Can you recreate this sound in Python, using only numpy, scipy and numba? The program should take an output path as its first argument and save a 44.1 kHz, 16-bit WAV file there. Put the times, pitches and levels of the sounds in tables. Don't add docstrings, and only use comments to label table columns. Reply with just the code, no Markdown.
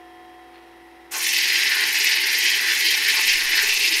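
import sys
import numpy as np
from scipy import signal
from scipy.fft import rfft, irfft
from scipy.io import wavfile
from scipy.ndimage import uniform_filter1d, map_coordinates
from numba import njit

SR = 44100
rng = np.random.default_rng(int(sys.argv[2]) if len(sys.argv) > 2 else 0)


def transcribe(signal):
    frames = np.atleast_2d(signal).T
    limited = np.clip(frames, -1, 1)
    pcm = np.round(limited * 32767).astype(np.int16)
    wavfile.write(sys.argv[1], SR, pcm)


N = 176400

# pitch_hz, level_db
MAINS_TONES = [(59.6, -65.5), (120, -78.5)]
# pitch_hz, level_db
MOTOR_TONES = [(260, -71), (339, -50.5), (382.2, -62.5), (457.6, -66.5), (516.8, -66.5), (958.2, -63),
               (1884, -69), (1960, -63)]
# time_s, pitch_hz, level_db
DRIVE_WHINE = [(0, 726, -48), (.25, 731, -48.5), (.47, 732, -50.5), (.7, 737, -54.5), (1.1, 741, -55.5),
               (1.5, 741, -64), (4, 722, -59)]
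# pitch_hz, relative_db
WHINE_SIDE_TONES = [(1044, -9), (1762, -12.5), (3241, -15.5)]
# frequency_hz, gain_db
RUSH_EQ = [(25, -11), (60, -5), (100, -5), (200, -6), (300, 7.5), (420, 2), (600, 0.5), (830, 10),
           (1050, -0.5), (1300, 2.5), (1600, -0.5), (1950, 8), (2350, -1.5), (2700, -0.5), (3600, -8),
           (3900, -4.5), (4300, -12), (5300, -9.5), (6300, -17.5), (7500, -20.5), (9700, -15.5),
           (12500, -17.5), (15500, -25)]
# frequency_hz, gain_db
BRUSH_EQ = [(500, -6), (1200, 2), (3000, 0), (3800, -6), (4350, 0), (4800, -17), (9000, -29)]
# time_s, turns
DISC_TURNS = [(1.134, 0), (1.484, 7), (1.878, 14), (2.45, 24), (2.863, 31), (3.333, 39), (3.862, 48),
              (4.037, 51)]
# time_s, gain_db
PRESSURE_FADER = [(1.13, -34), (1.15, -27.5), (1.18, -31), (1.22, -24.5), (1.41, -18.5), (1.88, -21),
                  (1.9, -23), (2.11, -18), (2.19, -20.5), (2.34, -20), (2.38, -22.5), (2.48, -17.5),
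                  (2.61, -22.5), (2.69, -19.5), (2.79, -21.5), (2.87, -17.5), (3.01, -22.5), (3.1, -16),
                  (3.11, -21.5), (3.22, -19), (3.26, -22), (3.29, -16.5), (3.44, -23), (3.58, -17.5),
                  (3.66, -23), (3.67, -20.5), (3.83, -21.5), (3.86, -15.5), (3.9, -23), (3.94, -18),
                  (3.98, -22), (4.0, -23.5)]
# time_s, pitch_hz
CONTACT_PITCH = [(1.15, 2150), (1.37, 2560), (1.4, 2410), (1.65, 2220), (1.75, 1900), (2.05, 2290),
                 (2.13, 2180), (2.21, 2280), (2.26, 2040), (2.51, 2320), (2.59, 1990), (2.77, 2070),
                 (2.89, 2460), (3.01, 2090), (3.09, 2080), (3.28, 2490), (3.36, 2190), (3.44, 2130),
                 (3.62, 1970), (3.74, 2650), (3.93, 2500), (4.0, 2190)]
# frequency_hz, gain_db
GRIND_EQ = [(900, -31), (1400, -2.5), (1900, 1.5), (2300, -2), (2700, -1.5), (3000, -4.5), (3600, -4.5),
            (4200, 0.5), (5200, 2), (5900, -6.5), (6900, -15.5), (7600, -24), (10000, -33)]
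# pitch_hz, width_hz, gain_db
RING_MODES = [(1604, 14, 3), (1771, 32, -1), (1968, 50, -2), (2177, 35, -7), (2365, 45, -6), (2565, 40, -3),
              (2650, 60, -6), (2920, 18, 2), (2975, 16, 3), (3160, 18, 4), (3466, 16, 7), (3730, 36, -3),
              (4031, 24, 0), (5670, 24, 3)]
# frequency_hz, gain_db
SCRAPE_EQ = [(450, -26), (560, -15.5), (700, -9.5), (830, -7), (890, 4), (945, -16), (1035, 3.5),
             (1120, -4), (1250, -9), (1500, -2), (2200, -59)]
# time_s, gain_db
SCRAPE_FADER = [(1.13, -39), (1.15, -31.5), (1.2, -38.5), (1.36, -48.5), (1.84, -38), (1.88, -46.5),
                (2.29, -42.5), (2.42, -48.5), (2.66, -40.5), (2.9, -51), (2.93, -44), (3.11, -44),
                (3.2, -32.5), (3.26, -48), (3.6, -40), (4.0, -50.5)]
# frequency_hz, gain_db
HOUSING_EQ = [(40, -20), (100, -20.5), (150, -12.5), (205, -23), (260, -6.5), (330, -5.5), (365, -7),
              (405, 6.5), (460, -7), (550, -28.5), (900, -8)]
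# time_s, gain_db
HOUSING_FADER = [(1.12, -52), (1.5, -47.5), (2.1, -48.5), (2.6, -47.5), (3.2, -47), (3.7, -46),
                 (3.92, -45.5), (4.0, -49)]
# frequency_hz, gain_db
RASP_EQ = [(4500, -21), (5400, 3), (5900, 2), (6200, 4), (6500, 0), (6950, 3), (7400, -5.5), (8300, -4),
           (9500, -14)]
# time_s, gain_db
RASP_FADER = [(1.13, -35), (1.29, -28), (1.36, -31.5), (1.79, -38.5), (2.07, -29.5), (2.2, -43),
              (2.43, -29), (2.61, -38), (2.78, -31.5), (2.91, -34.5), (3.02, -39), (3.13, -30), (3.15, -34),
              (3.3, -29), (3.42, -38.5), (3.64, -31), (3.98, -34), (4.0, -35)]
# frequency_hz, gain_db
SIZZLE_EQ = [(4000, -22), (6500, -1), (7500, -7), (8500, -2.5), (10000, -0.5), (11500, -1), (13000, -4.5),
             (14000, -8), (15500, -14)]
# time_s, gain_db
SIZZLE_FADER = [(1.12, -31.5), (1.2, -29.5), (1.24, -26.5), (1.4, -30.5), (1.7, -31), (1.95, -31),
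                (2.2, -32), (2.4, -29.5), (2.6, -32), (2.8, -29.5), (3.0, -30.5), (3.33, -29.5),
                (3.45, -32), (3.7, -31), (4.0, -28.5)]
# frequency_hz, gain_db
HIGH_SPOT_EQ = [(8500, -20), (10000, -8), (11500, -3), (12400, 0), (13600, 0), (14600, -4), (15600, -11)]
# time_s, gain_db
HIGH_SPOT_FADER = [(1.12, -44), (1.35, -31), (1.52, -43), (1.8, -48), (1.92, -30), (2.04, -31), (2.2, -50),
                   (2.37, -30), (2.55, -50), (2.77, -30.5), (2.98, -48), (3.12, -35), (3.27, -34),
                   (3.46, -50), (3.64, -31), (3.85, -42), (4.0, -44)]
# centre_hz, swing_db, peak_turns
FACE_BANDS = [(2000, 0, 1), (3120, -0.5, 0), (4150, 2.35, 0.25), (5600, 1.8, 0.46), (6350, 2.3, 0.63),
              (8200, 2, 0), (8950, -0.1, .1), (9700, 2.9, .9), (11800, -1, .0), (13200, -10.5, 0.35),
              (14800, -2, .0)]
# delay_s, gain_db
REFLECTIONS = [(.0013, -14), (.0027, -13), (.0043, -13), (.0061, -14)]
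# centre_s, half_length_s, pitch_hz, width_hz, level_db
STONE_SQUEALS = [(2.5, 0.042, 3170, 200, -25.5), (2.882, 0.062, 3150, 160, -30),
                 (2.883, 0.039, 4700, 700, -27.5), (3.306, 0.025, 2610, 300, -27),
                 (3.718, 0.046, 2665, 120, -26), (3.851, 0.012, 2700, 400, -20),
                 (3.915, 0.031, 323, 45, -42.5)]
# frequency_hz, gain_db
RUMBLE_EQ = [(12, 3), (18, -14), (25, -13), (40, -27), (120, -48)]

TOUCH_S, BITE_S = 1.108, .016
COARSE_GRIT, FINE_GRIT = dict(per_s=13000, spread_db=2.5), dict(per_s=17000, spread_db=3)


def undb(db):
    return 10 ** (np.asarray(db) / 20)


def unit(x):
    return x / np.sqrt(np.mean(x ** 2))


def curve(rows, column=1):
    rows = np.array(rows, float)
    return np.interp(np.arange(N) / SR, rows[:, 0], rows[:, column])


def eq(x, points):
    points = np.array(points, float)
    hz = np.maximum(np.arange(N // 2 + 1) * SR / N, 1)
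    db = np.interp(np.log(hz), np.log(points[:, 0]), points[:, 1])
    low_cut = np.minimum(hz / points[0, 0], 1) ** 2
    high_cut = np.minimum(points[-1, 0] / hz, 1) ** 2
    return unit(irfft(rfft(x) * undb(db) * low_cut * high_cut, N))


def wander(rate_hz):
    hold = max(int(SR / rate_hz), 2)
    steps = rng.standard_normal(N)[np.arange(N) // hold]
    return unit(uniform_filter1d(uniform_filter1d(steps, hold), hold))


@njit
def highpass(x, hz, damping):
    out, band_state, low_state = np.empty(len(x)), 0., 0.
    for i in range(len(x)):
        g = np.tan(np.pi * hz[i] / SR)
        band = (band_state + g * (x[i] - low_state)) / (1 + g * (g + damping))
        low = low_state + g * band
        band_state, low_state = 2 * band - band_state, 2 * low - low_state
        out[i] = x[i] - damping * band - low
    return out


def ring(x, hz, width_hz):
    return signal.lfilter(*signal.iirpeak(hz, hz / width_hz, fs=SR), x)


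def grit(per_s, spread_db):
    struck = rng.random(N) < per_s / SR
    size = undb(spread_db * np.minimum(rng.exponential(size=N), 6))
    return unit(struck * size * rng.choice([-1, 1], N))


def motor_tone(hz, wobble=.00203, flutter_db=.5):
    phase = 2 * np.pi * (np.cumsum(hz * (1 + wobble * wander(12))) / SR + rng.random())
    return np.sqrt(2) * np.sin(phase) * undb(flutter_db * wander(6.6))


def motor(t, load_s=1, sink_db=-5, rough_db=5, idle_turn_hz=21):
    load = np.clip((t - TOUCH_S) / load_s, 0, 1)
    mains = sum(undb(db) * np.sqrt(2) * np.sin(2 * np.pi * hz * t) for hz, db in MAINS_TONES)
    hum = sum(undb(db + load * (sink_db + rough_db * wander(40))) * motor_tone(hz)
              for hz, db in MOTOR_TONES)
    whine = motor_tone(curve(DRIVE_WHINE))
    whine += sum(undb(db) * motor_tone(hz) for hz, db in WHINE_SIDE_TONES)
    whine *= undb(curve(DRIVE_WHINE, column=2))
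    rush_db = -51.5 + .7 * np.sin(2 * np.pi * idle_turn_hz * t)
    rush = eq(rng.standard_normal(N), RUSH_EQ) * undb(rush_db)
    return mains + hum + whine + rush


def swell(t, start_s, attack_s, decay_s):
    age = np.maximum(t - start_s, 0)
    return np.minimum(age / attack_s, 1) * np.exp(-age / decay_s)


def fingers(t):
    envelope = undb(-50) * swell(t, start_s=.535, attack_s=.008, decay_s=.094)
    return envelope * eq(grit(per_s=4000, spread_db=4.5), BRUSH_EQ)


def workshop(x, t, t60_s=.2, predelay_s=.003, wet_db=-13):
    tail = rng.standard_normal(N) * undb(-60 * t / t60_s) * (t > predelay_s)
    wet = signal.fftconvolve(x, tail / np.sqrt(np.sum(tail ** 2)))[:N]
    return (x + undb(wet_db) * wet) / np.hypot(1, undb(wet_db))


def grinding(t, chatter_hz=262, chatter_db=.86):
    turns = curve(DISC_TURNS)
    bite = np.clip((t - TOUCH_S) / BITE_S, 0, 1)
    chatter = undb(chatter_db * wander(chatter_hz))
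    strikes = grit(**COARSE_GRIT)
    scrape = eq(strikes, SCRAPE_EQ) * undb(curve(SCRAPE_FADER) - 3)
    housing = eq(strikes, HOUSING_EQ) * undb(curve(HOUSING_FADER))
    cutting = worn_face(contact(strikes, turns) + sizzle(turns), turns)
    return bite * chatter * (close_reflections(cutting) + squeals(t) + scrape + housing)


def once_a_turn(turns, peak):
    return np.cos(2 * np.pi * (turns - peak))


def contact(strikes, turns, mid_edge_hz=1892, follow=.74):
    contact_hz = curve(CONTACT_PITCH)
    edge_hz = mid_edge_hz * (contact_hz / np.median(contact_hz)) ** follow
    body = eq(strikes, GRIND_EQ)
    for _ in range(3):
        body = highpass(body, edge_hz, damping=.71)
    ringing = undb(.5) * sum(undb(db) * ring(body, hz, width) for hz, width, db in RING_MODES)
    level_db = curve(PRESSURE_FADER) - .25 - .08 * once_a_turn(turns, peak=.027)
    return unit(body + ringing) * undb(level_db)


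def sizzle(turns):
    rasp_db = curve(RASP_FADER) - .5 + 2 * once_a_turn(turns, peak=.27)
    rasp = eq(grit(**COARSE_GRIT), RASP_EQ) * undb(rasp_db)
    swing_db = 1.5 * (1 + .23 * wander(3))
    hiss_db = curve(SIZZLE_FADER) - 4 + swing_db * once_a_turn(turns, peak=.031)
    hiss = eq(grit(**FINE_GRIT), SIZZLE_EQ) * undb(hiss_db)
    return rasp + hiss + high_spot(turns)


def high_spot(turns, peak_turns=.02, width_turns=.11):
    from_spot = (turns - peak_turns + .5) % 1 - .5
    passing = np.exp(-.5 * (from_spot / width_turns) ** 2)
    return eq(grit(**FINE_GRIT), HIGH_SPOT_EQ) * passing * undb(curve(HIGH_SPOT_FADER))


def worn_face(x, turns, drift_hz=7, full_drift_above_hz=7000):
    hz = np.arange(N // 2 + 1) * SR / N
    spectrum = rfft(x)
    centres = np.sort([row[0] for row in FACE_BANDS])
    out = 0
    for share, (centre_hz, swing_db, peak) in zip(np.eye(len(FACE_BANDS)), FACE_BANDS):
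        band = irfft(spectrum * np.interp(hz, centres, share), N)
        angle = 2 * np.pi * (turns - peak)
        drift = sum(wander(drift_hz) * np.cos(k * angle) + wander(drift_hz) * np.sin(k * angle)
                    for k in (1, 2))
        drift_db = .9 * min(centre_hz / full_drift_above_hz, 1) * drift
        out = out + band * undb(swing_db * np.cos(angle) + drift_db)
    return out


def close_reflections(x, above_hz=3900, sway_s=.00009, sway_hz=3.5):
    treble = signal.sosfilt(signal.butter(4, above_hz, "high", fs=SR, output="sos"), x)
    out = x
    for delay_s, db in REFLECTIONS:
        read_at = np.arange(N) - SR * (delay_s + sway_s * wander(sway_hz))
        out = out + undb(db) * map_coordinates(treble, [read_at], order=3)
    return out


def squeals(t):
    out = 0
    for centre_s, half_length_s, hz, width_hz, db in STONE_SQUEALS:
        sung = unit(ring(ring(rng.standard_normal(N), hz, width_hz), hz, width_hz))
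        envelope = np.exp(-.5 * ((t - centre_s) / half_length_s) ** 2)
        out = out + undb(db) * sung * envelope
    return out


def rumble(t):
    envelope = undb(-43) * swell(t, start_s=3.25, attack_s=.038, decay_s=.66)
    return envelope * eq(rng.standard_normal(N), RUMBLE_EQ)


def scene():
    t = np.arange(N) / SR
    bed = motor(t) + rumble(t)
    handwork = workshop(grinding(t) + fingers(t), t)
    return (bed + handwork)[None]


def record(dry):
    return signal.sosfilt(signal.ellip(10, .2, 80, 15700, fs=SR, output="sos"), dry)


dry = scene()
out = record(dry)
transcribe(out)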